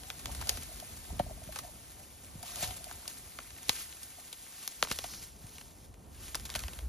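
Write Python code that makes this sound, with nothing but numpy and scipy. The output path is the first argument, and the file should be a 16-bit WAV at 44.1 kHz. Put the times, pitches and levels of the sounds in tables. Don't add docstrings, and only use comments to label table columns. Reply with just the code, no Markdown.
import sys
import numpy as np
from scipy import signal
from scipy.fft import rfft, irfft
from scipy.io import wavfile
from scipy.ndimage import uniform_filter1d

SR = 44100
rng = np.random.default_rng(int(sys.argv[2]) if len(sys.argv) > 2 else 0)


def materialize(psi):
    bounded = np.clip(np.atleast_2d(psi).T, -1, 1)
    quanta = np.round(bounded * 32767).astype(np.int16)
    wavfile.write(sys.argv[1], SR, quanta)


def natural_amplitude(level_db):
    exponent = np.asarray(level_db, float) / 20
    return 10 ** exponent


N = 303408

# (frequency [Hz], gain [dB])
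RUB_SPECTRUM = [(1200, -10), (2400, -4.5), (3500, -3), (5000, -4.5), (6500, -4), (8000, -5), (11000, -75)]
# (frequency [Hz], gain [dB])
FIZZ_SPECTRUM = [(5000, -26), (8000, -2), (10000, -7.5), (12000, -11), (14000, -12.5), (15900, -6),
                 (16100, -68)]
# (time [s], pull [dB])
DRAG_PULL = [(0, -58.5), (.9, -57), (1.3, -60.5), (1.8, -60.5), (2.2, -62.5), (2.9, -57), (3.5, -59.5),
             (4.1, -58.5), (4.8, -61), (5.29, -61.5), (5.34, -80), (5.42, -63.5), (5.87, -73.5),
             (5.91, -79), (6.0, -72), (6.1, -69.5), (6.3, -63), (6.75, -58.5), (6.88, -67)]
# (time [s], level [dB])
WIND_STRENGTH = [(0, -52.5), (.21, -56.5), (.25, -43), (.55, -45), (.63, -52), (1.07, -52), (1.11, -41),
                 (1.38, -50), (1.53, -55), (2.2, -59.5), (2.39, -49), (2.47, -60), (2.68, -45.5),
                 (2.76, -55.5), (4.73, -69), (4.94, -54), (5.59, -58), (6.46, -49.5), (6.88, -48.5)]
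# (frequency [Hz], t60 [s])
HOLLOW_MODES = [(585, 0.041), (720, 0.037), (900, 0.032)]
# (time [s], share [0-1])
WALKER_BEARING = [(0, 0.93), (1, 1), (2, 0.75), (3, 0.83), (4, 0.7), (4.9, 0.5), (5.1, 0.11), (6.88, 0.45)]


def read(points, hz):
    f, value = np.transpose(points)
    return np.interp(np.log(hz + 1), np.log(f + 1), value)


def curve(rows):
    s, value = np.transpose(rows)
    return np.interp(np.arange(N) / SR, s, value)


def evened(x):
    return x / np.sqrt(np.mean(x ** 2) + 1e-20)


def add(mix, s, sound):
    part = mix[round(s * SR):][:len(sound)]
    part += sound[:len(part)]


def coloured(x, gain):
    return irfft(rfft(x) * gain(np.fft.rfftfreq(x.shape[-1], 1 / SR)), x.shape[-1])


def shaped(x, spectrum):
    return coloured(x, lambda hz: natural_amplitude(read(spectrum, hz)))


def above(hz, floor_hz):
    return 1 - 1 / (1 + (hz / floor_hz) ** 4)


def late(hz, lag):
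    return np.exp(-2j * np.pi * lag * np.log(1 + hz / 100))


def lumps(per_s):
    return evened(coloured(rng.standard_normal(N), lambda hz: (hz > 3) / (1 + (hz / per_s) ** 2)))


def crackle(per_s, spread_db, grain_s):
    size = natural_amplitude(spread_db * np.minimum(rng.exponential(1, N), 5))
    size = size * (rng.random(N) < per_s / SR)
    puff = np.exp(-np.arange(600) / (grain_s * SR))
    power = signal.oaconvolve(size ** 2, puff)[:N].clip(0)
    return evened(np.sqrt(power) * rng.standard_normal(N))


def patchy(x):
    patch_db = 1.5
    z = signal.stft(x, nperseg=256, noverlap=192)[2]
    patches = uniform_filter1d(rng.standard_normal(z.shape), size=4, axis=0)
    patches = evened(uniform_filter1d(patches, size=8, axis=1))
    return signal.istft(z * natural_amplitude(patch_db * patches), nperseg=256, noverlap=192)[1][:N]


def sweeps(linger, coarse):
    # (crest time [s], level [dB], swell [s], fade [s], coarseness [dB])
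    sweep_rows = [(.3, -57.5, 0.096, 0.14, 11), (.52, -49.5, 0.16, 0.14, 1), (1.05, -62.5, .08, 0.12, -3),
                  (1.57, -51.5, 0.053, 0.048, 8), (2.46, -51, 0.012, 0.15, -4),
                  (2.63, -43, 0.082, 0.077, 1.5), (3.1, -53, 0.017, 0.04, 4), (3.71, -48, 0.034, 0.14, -4),
                  (3.81, -46, 0.092, 0.031, 4), (4.62, -54, 0.19, 0.35, -5), (4.9, -50, 0.012, 0.2, -3),
                  (5.14, -53, 0.18, 0.085, -18), (5.559, -57.5, 0.15, 0.16, -9),
                  (5.85, -62, 0.062, 0.028, -7), (6.24, -53, 0.064, 0.22, 3),
                  (6.57, -52.5, 0.057, 0.13, 12)]
    t = np.arange(N) / SR
    power = np.zeros(N)
    for s, db, swell_s, fade_s, coarse_db in sweep_rows:
        age = np.where(t < s, (s - t) / swell_s, (t - s) / (linger * fade_s))
        power += natural_amplitude(2 * (db + coarse * coarse_db)) * np.exp(-2 * age)
    return power


def rustle():
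    # (frequency [Hz], gain [dB])
    scrape_spectrum = [(250, -32), (500, -24), (1000, 1.5), (1600, 3), (2300, 3), (3500, -18), (4500, -26)]
    # (frequency [Hz], gain [dB])
    swish_spectrum = [(3000, -42), (4200, 0), (5500, 4), (6800, -1), (8000, -44)]
    clumps = natural_amplitude(3.9 * lumps(per_s=20.6))
    grit_a = crackle(per_s=900, spread_db=1.5, grain_s=0.00047) * clumps
    grit_b = crackle(per_s=900, spread_db=1.5, grain_s=0.00047) * clumps
    # spectrum, grit, grit share, drag dB and sweep dB against the rubbing, linger, coarseness weight
    parts = [(RUB_SPECTRUM, grit_a, 0.54, 0, 0, 1, 0),
             (scrape_spectrum, grit_b, 0.97, -7.5, -18.5, 1, 1),
             (FIZZ_SPECTRUM, grit_a, 0.52, 7, 3.5, 1.2, 0),
             (swish_spectrum, grit_a, 0.18, -10, -15, 1, -1)]
    drag = natural_amplitude(2 * curve(DRAG_PULL))
    out = np.zeros(N)
    for spectrum, grit, share, drag_db, sweep_db, linger, coarse in parts:
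        level = np.sqrt(natural_amplitude(2 * drag_db) * drag + natural_amplitude(2 * sweep_db) * sweeps(linger, coarse))
        hiss = rng.standard_normal(N)
        out += level * evened(shaped(patchy(hiss + share * evened(grit)), spectrum))
    return out


def crunches():
    crunch_db, crunch_per_s = -12, 110
    out = np.zeros(N)
    for centre_hz in np.geomspace(1100, 4500, 6):
        grit = crackle(per_s=crunch_per_s / 6, spread_db=1.5, grain_s=0.0044)
        band = coloured(grit, lambda hz: 1 / (1 + (3.7 * np.log2((hz + 1) / centre_hz)) ** 4))
        out += band / np.sqrt(centre_hz)
    level = np.sqrt(natural_amplitude(2 * curve(DRAG_PULL)) + sweeps(linger=0.8, coarse=0.73))
    return natural_amplitude(crunch_db) * level * evened(out)


def wind():
    # (frequency [Hz], gain [dB])
    rumble_spectrum = [(20, -35), (32, -12), (50, -2), (68, -1.5), (100, -7.5), (140, -13.5), (300, -42)]
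    # (frequency [Hz], gain [dB])
    buffet_spectrum = [(50, -79), (110, -0.5), (170, -1), (250, -1), (400, -7.5), (700, -15), (1500, -12.5)]
    rumble_db = curve(WIND_STRENGTH)
    buffet_db = -53 + 0.46 * (rumble_db + 55)
    rumble = shaped(rng.standard_normal(N) * natural_amplitude(1.4 * lumps(per_s=6)), rumble_spectrum)
    buffet = shaped(rng.standard_normal(N) * natural_amplitude(2.0 * lumps(per_s=9.9)), buffet_spectrum)
    gusts = natural_amplitude(rumble_db) * evened(rumble) + natural_amplitude(buffet_db) * evened(buffet)
    return coloured(gusts, lambda hz: 1 / (1 + (hz / 1200) ** 4))


def far_wash():
    # (frequency [Hz], gain [dB])
    far_spectrum = [(150, -15), (300, -5), (600, -5), (950, -7.5), (1400, -19), (3000, -21), (6000, -50),
                    (12000, -89)]
    level_db = -70.5 + 0.37 * (curve(WIND_STRENGTH) + 63)
    return natural_amplitude(level_db) * evened(shaped(rng.standard_normal(N), far_spectrum))


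def resonate(x, hz, t60):
    turn = np.exp(2j * np.pi * np.cumsum(hz) / SR)
    r = natural_amplitude(-60 / (t60 * SR))
    return 2 * (turn * signal.lfilter([1 - r], [1, -r], x / turn)).real


def creaks():
    # (time [s], level [dB])
    creak_level = [(0, -61.5), (.23, -68.5), (.29, -52.5), (.36, -69), (.5, -51), (.62, -73), (1.1, -66),
                   (1.3, -76), (1.6, -78), (1.64, -53.5), (1.7, -60), (1.73, -72), (1.93, -73), (2.01, -58),
                   (2.06, -73), (2.4, -70), (2.44, -63), (2.52, -61), (2.64, -50.5), (2.75, -62.5),
                   (3.0, -64.5), (3.2, -73), (6.88, -76.5)]
    slips = crackle(per_s=300, spread_db=1.0, grain_s=0.0073)
    shift = 1 + 0.025 * lumps(per_s=2.2)
    hum = np.zeros(N)
    for (mode_hz, t60), share in zip(HOLLOW_MODES, (.45, 1, .3)):
        once = resonate(slips, mode_hz * shift, t60)
        hum += share * resonate(once, mode_hz * shift, 0.026)
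    return natural_amplitude(curve(creak_level)) * evened(hum)


def snap_burst(noise, db, centre_hz, t60):
    lead_in_db, lead_in_s, rise_s, debris_db = -20, 0.0011, 0.00028, -16.5
    rebound, rebound_turns = 0.13, 2.5
    t = np.arange(4096) / SR - .01
    crack = noise[0] * natural_amplitude(-60 * t / t60) * np.minimum(t / rise_s, 1)
    debris = natural_amplitude(debris_db) * noise[1] * natural_amplitude(-60 * t / 0.1)
    lead_in = noise[1] * natural_amplitude(lead_in_db) * np.exp(np.minimum(t, 0) / lead_in_s)
    burst = np.where(t > 0, crack + debris, lead_in)
    burst[455] += 0.22 / t60 * natural_amplitude(.3 * (db + 10))
    return burst - rebound * np.roll(burst, int(rebound_turns / centre_hz * SR))


def snaps():
    snap_rows = [(0.0345, -38, 2920, -13, 0.0064), (.1019, -25, 2370, -18, 0.013),
                 (0.109, -38, 3000, -21, 0.021), (0.196, -40, 4200, -6, 0.018),
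                 (0.2575, -23.5, 3440, -14, 0.017), (0.2704, -36, 3800, -23, .011),
                 (0.349, -33.5, 3600, -9, 0.027), (0.4129, -34, 3630, 0, 0.023),
                 (.424, -37.5, 1490, 0, 0.013), (0.471, -32, 4700, -10, 0.087),
                 (.491, -23, 4480, -27, 0.014), (0.4935, -11, 4750, -29, 0.024),
                 (0.572, -32.5, 4530, -4, 0.027), (0.63, -46, 3500, -12, 0.012),
                 (.8, -35.5, 4720, -18, 0.019), (1.193, -33.5, 3050, 2, 0.064),
                 (1.5227, -37, 2930, -9, 0.067), (1.559, -32, 3770, -1.5, 0.051),
                 (1.5882, -26, 4520, -6, 0.029), (2.4285, -35.5, 4850, -7.5, 0.038),
                 (2.558, -28.5, 5300, -24, 0.019), (2.633, -27.5, 2600, -12, 0.032),
                 (2.64, -28, 4000, -16, 0.045), (2.676, -31, 5200, -25, .015),
                 (2.7074, -34.5, 3200, -5, 0.036), (2.771, -37, 5500, -29, .012),
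                 (2.8423, -32.5, 4800, -35, 0.017), (2.9121, -35.5, 1500, -4, 0.012),
                 (3.055, -44, 1590, -4, 0.026), (3.078, -27.5, 4670, -21, 0.027),
                 (3.3877, -31.5, 2060, -2.5, 0.015), (3.403, -43, 2220, -11, .02),
                 (3.505, -39, 2000, -13, 0.022), (3.564, -42.5, 1810, -17, .02),
                 (3.583, -42, 1980, -20, 0.033), (3.6937, -7.5, 3790, -22.5, 0.024),
                 (3.926, -37, 2270, -25, 0.022), (4.0317, -35, 5300, -50, 0.054),
                 (4.328, -30.5, 3400, -30, 0.028), (4.465, -45, 1700, -7, 0.012),
                 (4.677, -20.5, 5900, -46, 0.013), (4.8265, -10.5, 2300, -4, 0.013),
                 (4.8347, -27, 4300, -26, 0.057), (4.848, -34.5, 2260, 1, 0.018),
                 (4.8718, -35.5, 2100, 2.5, 0.012), (4.903, -32, 3500, -12, 0.022),
                 (4.9127, -24, 4440, -3, 0.02), (4.9146, -18.5, 2960, -12.5, 0.021),
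                 (4.922, -26.5, 3970, -27, 0.042), (4.988, -22, 3720, -14, 0.019),
                 (5.0402, -30, 3300, -2, 0.043), (5.137, -35.5, 2380, -8, 0.0086),
                 (5.469, -43, 3640, -18, 0.016), (5.583, -34, 2740, -16, 0.012),
                 (5.612, -39, 3010, -7, 0.017), (5.9418, -46.5, 2400, -7, 0.015),
                 (6.3464, -22.5, 2540, -9, 0.018), (6.353, -21.5, 4850, -13, 0.03),
                 (6.398, -34.5, 4830, -16, 0.0084), (6.4529, -32.5, 3780, -25, 0.056),
                 (6.493, -36.5, 1800, -7, 0.019), (6.5014, -26.5, 3420, -23, 0.016),
                 (6.508, -38, 3500, -20, 0.014), (6.5407, -29.5, 3200, -29, 0.009),
                 (6.551, -24.5, 3020, -6.5, 0.041), (6.5591, -20.5, 3550, -24, 0.034),
                 (6.592, -29, 4200, -19, 0.021), (6.637, -30, 2210, -12, 0.016),
                 (6.682, -30.5, 2690, -7, 0.02), (6.733, -35, 2670, -15, 0.023),
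                 (6.7895, -32.5, 3300, -9.5, 0.012)]
    out = np.zeros(N)
    for s, db, centre_hz, thud_db, t60 in snap_rows:
        burst = snap_burst(rng.standard_normal((2, 4096)), db, centre_hz, np.clip(t60, .005, .06))
        spit_db = -0.5 + 7 * np.log2(centre_hz / 3200) - 0.17 * (db + 31.5) - 0.23 * s

        def middle(hz):
            wide = 0.64 * natural_amplitude(read(RUB_SPECTRUM, hz) / 2 + 0.13 * (db + 25))
            return wide + 1 / (1 + (1.62 * np.log2((hz + 1) / centre_hz)) ** 2)

        def spit(hz):
            return natural_amplitude(read(FIZZ_SPECTRUM, hz)) * above(hz, floor_hz=6200)

        def thud(hz):
            return above(hz, floor_hz=445) / (1 + (0.8 * np.log2((hz + 1) / 750)) ** 4)

        snap = np.zeros(4096)
        for shape, part_db in ((middle, 0), (spit, spit_db), (thud, thud_db - 2.0)):
            part = coloured(burst, lambda hz: late(hz, lag=2.2) * shape(hz))
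            snap += natural_amplitude(part_db) * part / abs(part).max()
        add(out, s - .0105, natural_amplitude(db - 2.0) * snap)
    return out


def knocks():
    # (time [s], level before a 2.5 dB cut [dB], share of the upper modes [0-1])
    knock_rows = [(0.294, -40, 1), (0.69, -45.5, 0.15), (0.715, -45, 0.4), (0.825, -35.5, 0.52),
                  (1.103, -41.5, 1), (1.198, -13.5, 0.58), (1.264, -37, 0.43), (1.297, -41, 0.8),
                  (1.309, -34, 0.32), (1.375, -44, 0.55), (1.418, -40, 0.4), (1.491, -36, 0.1),
                  (1.648, -41, 0.6), (1.682, -43, 0.6), (2.434, -38.5, 0.87), (2.597, -45, 0.5),
                  (2.626, -29, 0.56), (2.707, -39, 0.7), (2.806, -45, 0.4), (2.868, -38, 0.53),
                  (2.905, -43, 0.7), (4.184, -43, 0.57), (5.043, -36.5, 0.9), (6.555, -29, 0.6)]
    out, t = np.zeros(N), np.arange(5000) / SR
    for s, db, upper in knock_rows:
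        light_db = -16 - db
        rise = 1 - np.exp(-t / (.0028 * natural_amplitude(.25 * light_db)))
        modes = []
        for (mode_hz, t60), lift in zip(HOLLOW_MODES, (1 + .0035 * light_db, 1, 1)):
            ring = natural_amplitude(-60 * t / t60) * np.sin(2 * np.pi * mode_hz * lift * t)
            modes.append(ring * rise / rise[100])
        low, middle, high = modes
        knock = (1 - upper) * low - upper * middle + 0.62 * upper ** 2 * high
        add(out, s - .0015, natural_amplitude(db - 2.5) * knock)
    return out


def hollow():
    return creaks() + knocks()


def thumps():
    # (time [s], peak [dB], top, scaled below into a corner [Hz])
    thump_rows = [(1.123, -38.5, 169), (1.197, -28.5, 162), (1.262, -41, 145), (1.365, -43, 93),
                  (1.469, -42, 108), (2.349, -39, 127), (2.625, -39.5, 149), (3.688, -35, 201),
                  (4.908, -35.5, 217), (5.437, -40, 93), (6.557, -44, 155)]
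    out, push = np.zeros(N), signal.unit_impulse(8192, 441)
    for s, db, top_hz in thump_rows:
        def gain(hz):
            high_pass = (hz / 70) ** 2 / (1 + (hz / 70) ** 2)
            return late(hz, lag=3) * high_pass / (1 + (hz / (1.59 * top_hz)) ** 4)

        thump = coloured(push, gain)
        add(out, s - .012, natural_amplitude(db) * thump / abs(thump).max())
    return out


def throbs():
    # (crest time [s], peak [dB], frequency [Hz], length [s])
    throb_rows = [(6.657, -33, 64, 0.061), (6.78, -42, 68.4, 0.12), (6.831, -38, 62, .04),
                  (6.865, -34.5, 61.3, 0.085)]
    t = np.arange(N) / SR
    out = np.zeros(N)
    for s, db, throb_hz, length_s in throb_rows:
        swell = np.exp(-(3.1 * (t - s) / length_s) ** 2)
        out += natural_amplitude(db) * np.cos(2 * np.pi * throb_hz * (t - s)) * swell
    return out


def ports(x):
    # (frequency [Hz], phase lead of the left port [half turns])
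    port_turn = [(0, 0), (700, -.05), (1700, .1), (3000, .25), (4100, .1), (5100, .25), (5800, 0),
                 (7200, -.62), (7750, -.98), (8500, -1.02), (9200, -1.33), (10800, -1.85), (12200, -2.01),
                 (12800, -2.35), (14500, -2.97), (16500, -3.03)]
    # (frequency [Hz], left over right [dB])
    port_lean = [(150, 0), (700, 1), (1300, .6), (2400, 2.8), (4400, 5), (6000, 2.5), (7400, 0)]

    def half(hz):
        return np.log(10) / 40 * read(port_lean, hz) + .5j * np.pi * read(port_turn, hz)

    def low(hz):
        return 1 / (1 + (hz / 6000) ** 12)

    mid = coloured(x, lambda hz: np.cosh(half(hz)))
    side = coloured(x, lambda hz: np.sinh(half(hz)) * (1 - low(hz)))
    side += curve(WALKER_BEARING) * coloured(x, lambda hz: np.sinh(half(hz)) * low(hz))
    return np.array([mid + side, mid - side])


def scene():
    # (frequency [Hz], gain [dB])
    spread_spectrum = [(60, -15), (250, -6), (700, -3.5), (2000, -6.5), (5000, -2), (7000, -15),
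                       (9000, -26), (12200, -15), (14000, -24)]
    shared = ports(rustle() + crunches() + wind() + far_wash() + hollow() + snaps() + thumps() + throbs())
    unshared = wind() + far_wash() + hollow() + curve(WALKER_BEARING) * (rustle() + snaps())
    unshared = coloured(unshared, lambda hz: 1j * natural_amplitude(read(spread_spectrum, hz)))
    return shared + np.array([unshared, -unshared])


def band_limit(x):
    return signal.sosfilt(signal.butter(12, 16500, fs=SR, output="sos"), x)


def record(dry):
    return band_limit(dry)


dry = scene()
out = record(dry)
materialize(out)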